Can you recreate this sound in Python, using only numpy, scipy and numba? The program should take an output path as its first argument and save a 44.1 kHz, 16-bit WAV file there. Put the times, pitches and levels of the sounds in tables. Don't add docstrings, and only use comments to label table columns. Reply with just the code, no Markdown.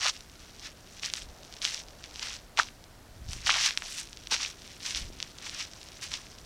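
import sys
import numpy as np
from scipy import signal
from scipy.fft import rfft, irfft
from scipy.io import wavfile
from scipy.ndimage import uniform_filter1d
from numba import njit

SR = 44100
rng = np.random.default_rng(int(sys.argv[2]) if len(sys.argv) > 2 else 0)


def master(y):
    cut = np.clip(np.atleast_2d(y).T, -1, 1)
    pcm = np.round(cut * 32767)
    wavfile.write(sys.argv[1], SR, pcm.astype(np.int16))


def decibels_to_gain(level_db):
    exponent = np.asarray(level_db, float) / 20
    return 10 ** exponent


N = 284445


@njit
def svf(x, hz, width_hz):
    out = np.empty((3, len(x)))
    band_state, low_state = 0., 0.
    g, k = np.tan(np.pi * hz / SR), width_hz / hz
    for i in range(len(x)):
        band = (band_state + g * (x[i] - low_state)) / (1 + g * (g + k))
        low = low_state + g * band
        out[0, i], out[1, i], out[2, i] = low, k * band, x[i] - k * band - low
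        band_state, low_state = 2 * band - band_state, 2 * low - low_state
    return out


@njit
def ring(start, hz, tau, size, glide, rise):
    y = np.zeros(N + 4096)
    for k in range(len(start)):
        w, a, soft = 2 * np.pi * hz[k] / SR, size[k], 1.
        fall, grip = np.exp(-1 / tau[k]), np.exp(-1 / (rise * tau[k]))
        phase = -np.angle(1 / (1 / tau[k] - 1j * w) - 1 / ((1 + 1 / rise) / tau[k] - 1j * w))
        for i in range(start[k], start[k] + int(6 * tau[k]) + 2):
            phase += w
            soft *= grip
            y[i] += a * (1 - soft) * np.sin(phase)
            a *= fall
            w *= 1 - glide / tau[k]
    return y[:N]


def unit(x):
    return x / np.sqrt(np.mean(x ** 2))


def walk(rate_hz):
    hold = int(SR / rate_hz)
    held = np.repeat(rng.standard_normal(N // hold + 1), hold)
    return unit(uniform_filter1d(uniform_filter1d(held, hold), hold)[:N])


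def curve(table):
    s, value = np.transpose(table)
    return np.interp(np.arange(N) / SR, s, value)


def steps():
    # grains per s, centre in Hz, pitch spread in octaves, ring length in cycles,
    # size scatter in dB, trim in dB.
    coarse = (790, 1190, 0.39, 3.6, 1.4, 0.11)
    medium = (3000, 3780, 0.61, 1.5, 2.3, 0.17)
    fine = (2200, 8570, 0.29, 2.0, 4.5, 0.25)
    snapping = (90, 4300, 0.4, 1.2, 2.8, -10)
    # start in seconds, grit level in dB,
    # hold in seconds, fall in seconds per 20 dB, coarse grit relative level in dB.
    landings = [(0.005, -36, .03, .03, -12), (0.032, -28, 0.066, 0.02, -9.5), (1.03, -37, .025, 0.08, -16),
                (1.623, -35, 0.064, 0.11, -23), (2.228, -35, 0.0042, 0.01, -10), (2.578, -35, .01, .11, -6),
                (2.589, -27, .008, .04, -3), (3.452, -48, .02, .03, -8), (3.47, -30, .11, 0.19, -10),
                (3.836, -42, 0.0087, .1, -9), (4.0, -48, .035, .015, -10), (4.314, -26.5, .03, .035, -11),
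                (4.47, -47, .04, .015, -20), (4.828, -46, .03, .03, -18), (4.851, -36, 0.038, 0.09, -14),
                (6.022, -37, .015, 0.08, -21), (6.113, -42, .01, .03, -18)]
    # time of most drag in seconds, grit level in dB,
    # rise and fall in seconds per 20 dB, sand relative level in dB.
    drags = [(.14, -49.5, 0.071, 0.16, -6), (.443, -55, .2, 0.32, -10), (0.661, -41, 0.12, .045, -16),
             (.97, -53, 0.17, .1, -7), (1.181, -41, .15, .08, -5), (1.55, -53, 0.2, .1, -14),
             (1.744, -39.5, .15, 0.082, -12.5), (1.8, -42, 0.076, .04, -15), (2.059, -49, 0.071, 0.07, -21),
             (2.26, -38, 0.18, 0.16, -13), (2.351, -43.5, .1, 0.04, -9), (3.319, -43, .055, .14, -6),
             (3.665, -25.5, .22, .065, -15), (3.78, -48, 0.059, .08, -5), (3.909, -44, .15, .2, -1),
             (3.987, -38.5, 0.066, .065, -2), (4.426, -32.5, 0.14, .09, -23), (4.7, -54.5, .25, 0.48, -7),
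             (4.97, -34.5, 0.053, 0.11, -11.5), (5.238, -50, 0.1, .12, -20), (5.452, -39, .07, 0.12, -16),
             (5.55, -44, 0.18, .1, -11), (5.606, -34, .07, 0.074, -16), (6.14, -37.5, 0.07, .11, -20)]
    # time in seconds, level in dB.
    stir = [
        (0, -63),
        (1.0, -61),
        (2.3, -62),
        (2.5, -72),
        (3.1, -72),
        (3.4, -60),
        (5.85, -54),
        (6.45, -58),
    ]

    def mix(coarse_db, sand_db):
        return decibels_to_gain(2 * np.array([[0], [coarse_db], [sand_db]]))

    power = decibels_to_gain(2 * curve(stir)) * mix(coarse_db=-10.5, sand_db=-8.5)
    for s, db, hold_s, fall_s, coarse_db in landings:
        press = contact(s, db, .012, hold_s, fall_s)
        crush = contact(s, db, .012, hold_s, fall_s * .7)
        sand_db = -11 - 1.6 * max(db + 37, 0)
        power = power + np.array([press, crush, press]) * mix(coarse_db, sand_db)
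    for s, db, rise_s, fall_s, sand_db in drags:
        power = power + contact(s, db, rise_s, 0, fall_s) * mix(-16, sand_db)

    busy = np.clip((power[0] / decibels_to_gain(2 * -40.5)) ** 0.325, .12, 1)
    out = path(cracks())
    for grains, floor_share, part in zip((medium, coarse, fine), (.3, .3, .8), power):
        rain = unit(path(grit(busy, *grains[:-1], floor_share)))
        out = out + rain * np.sqrt(part) * decibels_to_gain(grains[-1])

    snaps = unit(path(grit(np.ones(N), *snapping[:-1], .3))) * decibels_to_gain(snapping[-1] - 40)
    follow = .7
    return out + snaps * (np.sqrt(power[0]) / decibels_to_gain(-40)) ** follow


def contact(s, db, rise_s, hold_s, fall_s):
    t = np.arange(N) / SR - s
    lift_bend = 1.15
    attack = np.maximum(-t, 0) / rise_s
    release = (np.maximum(t - hold_s, 0) / fall_s) ** lift_bend
    return decibels_to_gain(2 * db - 44.1 * (attack + release))


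def grit(busy, rate, hz, octaves, cycles, scatter_db, floor_share):
    when, pitch, size, sign, luck = rng.random((30000, 5))[:int(rate * N / SR)].T
    start = (when * N).astype(np.int64)
    spread = octaves * np.log(pitch / (1 - pitch)) / 1.68 + 0.15 * walk(25)[start]
    tone_hz = np.clip(hz * 2 ** spread, 300, .4 * SR)
    big = np.minimum(-np.log(1 - size), 3.6)
    force = np.sign(sign - .5) * decibels_to_gain(scatter_db * big) * (tone_hz / hz) ** 0.48
    force = force * (luck < busy[start]) / np.sqrt(busy[start])
    tau = cycles * SR / tone_hz / 2
    rain = ring(start, tone_hz, tau, force, 0., 0.1) * decibels_to_gain(1.8 * walk(70))
    edge_hz = floor_share * hz
    rain = svf(rain, edge_hz, 1.35 * edge_hz)[2]
    return svf(rain, edge_hz, 1.35 * edge_hz)[2]


def cracks():
    # time in seconds, peak in dB, ring in Hz, ring length in ms.
    stones = [(0.0662, -7.5, 3950, 0.66), (0.0747, -11, 3160, .37), (0.0826, -7.5, 2860, .46),
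              (1.034, -15.5, 2800, 0.87), (1.1375, -3, 4370, 0.23), (1.618, -18, 4000, .99),
              (1.646, -12.5, 5400, 0.47), (1.6513, -3, 3500, .5), (2.574, -12, 2930, 0.73),
              (2.5805, -15, 2480, 1.0), (2.5902, -6.5, 2650, 0.59), (2.5974, -5, 1480, 4.6),
              (3.3327, -10.5, 4100, 0.2), (3.4643, -12, 3730, .64), (3.4705, -9, 2070, 0.83),
              (3.4785, -12.5, 3480, 2.2), (3.4939, -8.5, 1500, 3.1), (3.4983, -9, 3120, 1.3),
              (3.504, -3.5, 2600, 1.0), (3.51, -10, 3300, 1.4), (3.5417, -8.5, 2880, .97),
              (3.6627, -5.5, 4930, 0.56), (3.7748, -5, 3430, 0.64), (3.8219, -15.5, 1970, 0.68),
              (4.342, -15, 2300, .69), (4.4488, -17.5, 2900, 1.9), (4.9484, -12.5, 3900, .87),
              (5.2273, -10, 4300, 0.45), (6.1176, -17, 2740, 0.4), (6.1389, -16.5, 4100, 1.2)]
    # time in seconds, peak in dB, ring in Hz.
    pebbles = [(0.0175, -17, 3530), (0.024, -20, 4100), (1.0446, -18.5, 2760), (1.06, -13, 6440),
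               (1.1004, -18.5, 3840), (1.1549, -20, 3860), (1.2205, -23, 3470), (1.665, -17, 3660),
               (1.7077, -22, 4360), (1.7452, -11.5, 5200), (1.7777, -24, 3740), (2.04, -21.5, 3570),
               (2.1588, -20.5, 3940), (2.195, -17, 3900), (2.2857, -19.5, 5030), (2.6185, -18.5, 3670),
               (2.6327, -17.5, 4200), (2.687, -27.5, 2540), (3.514, -10, 3000), (3.6509, -14, 4700),
               (3.708, -13, 2830), (3.9844, -20.5, 3300), (4.2719, -18.5, 3850), (4.3644, -14, 3000),
               (4.461, -15, 3830), (4.9077, -14.5, 4050), (4.9592, -14.5, 4800), (5.2023, -15, 3500),
               (5.4955, -17, 4070), (5.605, -20, 3340)]
    # time in seconds, peak in dB.
    strays = [(0.1652, -24), (0.2074, -24), (0.298, -30), (0.356, -34), (0.5963, -26), (0.996, -24.5),
              (1.433, -28), (1.449, -29), (1.5258, -25), (1.5394, -24), (1.567, -25), (1.885, -27.5),
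              (2.1114, -29), (2.8407, -29), (3.2885, -25), (4.0735, -26.5), (4.1304, -21.5), (4.1722, -22),
              (4.2374, -28.5), (4.6199, -26), (4.677, -25.5), (5.169, -34), (5.3855, -22.5), (5.7141, -29),
              (5.7352, -23.5), (5.8148, -26), (5.8308, -25), (5.8874, -26), (5.9194, -28), (6.3857, -27)]
    pebble_cycles, stray_hz, stray_ms = 2, 4300, 0.36

    rows = list(stones)
    rows += [(s, db, hz, 1000 * pebble_cycles / hz) for s, db, hz in pebbles]
    rows += [(s, db, stray_hz, stray_ms) for s, db in strays]
    s, peak_db, hz, ms = np.transpose(rows)
    start = (s * SR).astype(np.int64)
    tau = np.maximum(0.31 * ms * SR / 1000, 2)
    out = ring(start, hz, tau, decibels_to_gain(peak_db + 3.0), 0.093, 0.26)
    for late, pitch, sign in rng.random((len(s), 4, 3)).transpose(1, 2, 0):
        lag = (SR * (0.0003 + .002 * late ** 2)).astype(np.int64)
        chip = np.sign(sign - .5) * decibels_to_gain(peak_db - 8.0 - 5.9 * late)
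        out = out + ring(start + lag, hz * (.55 + .7 * pitch), tau * 0.5, chip, 0., 0.29)
    return out


def path(x):
    port_hz, port_width_hz, port_db = 5775., 950., 0
    x = svf(x, 250.0, 580.0)[2]
    x = x + decibels_to_gain(port_db) * svf(x, port_hz, port_width_hz)[1]
    body = svf(svf(x, 6530.0, 8030.0)[0], 9170.0, 11750.0)[0]
    return body + decibels_to_gain(-24.5) * x


def wind():
    # centre in seconds, level in dB, half width in seconds.
    gusts = [
        (1.27, -61, 0.088),
        (3.33, -48.5, 0.14),
        (5.04, -44.5, 0.075),
        (6.1, -58.5, 0.049),
    ]
    # time in seconds, peak in dB, Hz.
    knocks = [
        (2.593, -38, 280),
        (3.219, -35, 75),
        (3.29, -31.5, 67),
        (3.365, -34, 83.4),
        (3.448, -40, 86.5),
        (4.325, -34.5, 240),
        (4.959, -35, 44),
        (5.061, -41, 45),
        (5.102, -33.5, 264),
        (5.151, -38.5, 260),
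    ]
    breeze_db, boom_hz = -56, 61.5

    eddies = svf(svf(rng.standard_normal(N), 71.0, 96.0)[0], 21.0, 21.6)[2]
    boom = svf(eddies, boom_hz, 5.3)[1]
    eddies = (eddies + 0.4 * boom) * decibels_to_gain(0.67 * walk(8.5))
    t = np.arange(N) / SR
    gust = decibels_to_gain(breeze_db) + sum(decibels_to_gain(db) * np.exp(-((t - s) / half_s) ** 2) for s, db, half_s in gusts)
    s, peak_db, hz = np.transpose(knocks)
    bumps = ring((s * SR).astype(np.int64), hz, .35 * SR / hz, decibels_to_gain(peak_db + 6), 0., 0.41)
    return unit(eddies) * gust + bumps


def air():
    # frequency in Hz, level in dB per Hz.
    spectrum = [(59, -28), (100, -1.5), (244, -5.5), (302, -4.5), (608, -12.5), (705, -14.5), (818, -17),
                (1420, -13.5), (2630, -20), (4670, -19), (15000, -29.5), (16000, -32)]
    # time in seconds, level in dB.
    murmur = [
        (0, -67.5),
        (1.1, -63.5),
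        (1.3, -58.5),
        (2.1, -59.5),
        (2.5, -63),
        (3.1, -64),
        (4.0, -66),
        (6.45, -62),
    ]

    hz, db = np.transpose(spectrum)
    log_hz = np.log(np.arange(1, N // 2 + 2) * SR / N)
    hiss = irfft(rfft(rng.standard_normal(N)) * decibels_to_gain(np.interp(log_hz, np.log(hz), db)), N)
    rumble = svf(hiss, 830.0, 930.0)[0]
    hiss = hiss + rumble * (decibels_to_gain(1.0 * walk(3.05)) - 1)
    tyres = svf(svf(rng.standard_normal(N), 653.0, 510.0)[1], 653.0, 510.0)[1]
    return unit(hiss) * decibels_to_gain(-56) + unit(tyres) * decibels_to_gain(curve(murmur))


def scene():
    return (steps() + wind() + air())[None]


def top_cut(x):
    return signal.sosfilt(signal.butter(12, 15848, fs=SR, output="sos"), x)


def record(dry):
    return top_cut(dry)


dry = scene()
out = record(dry)
master(out)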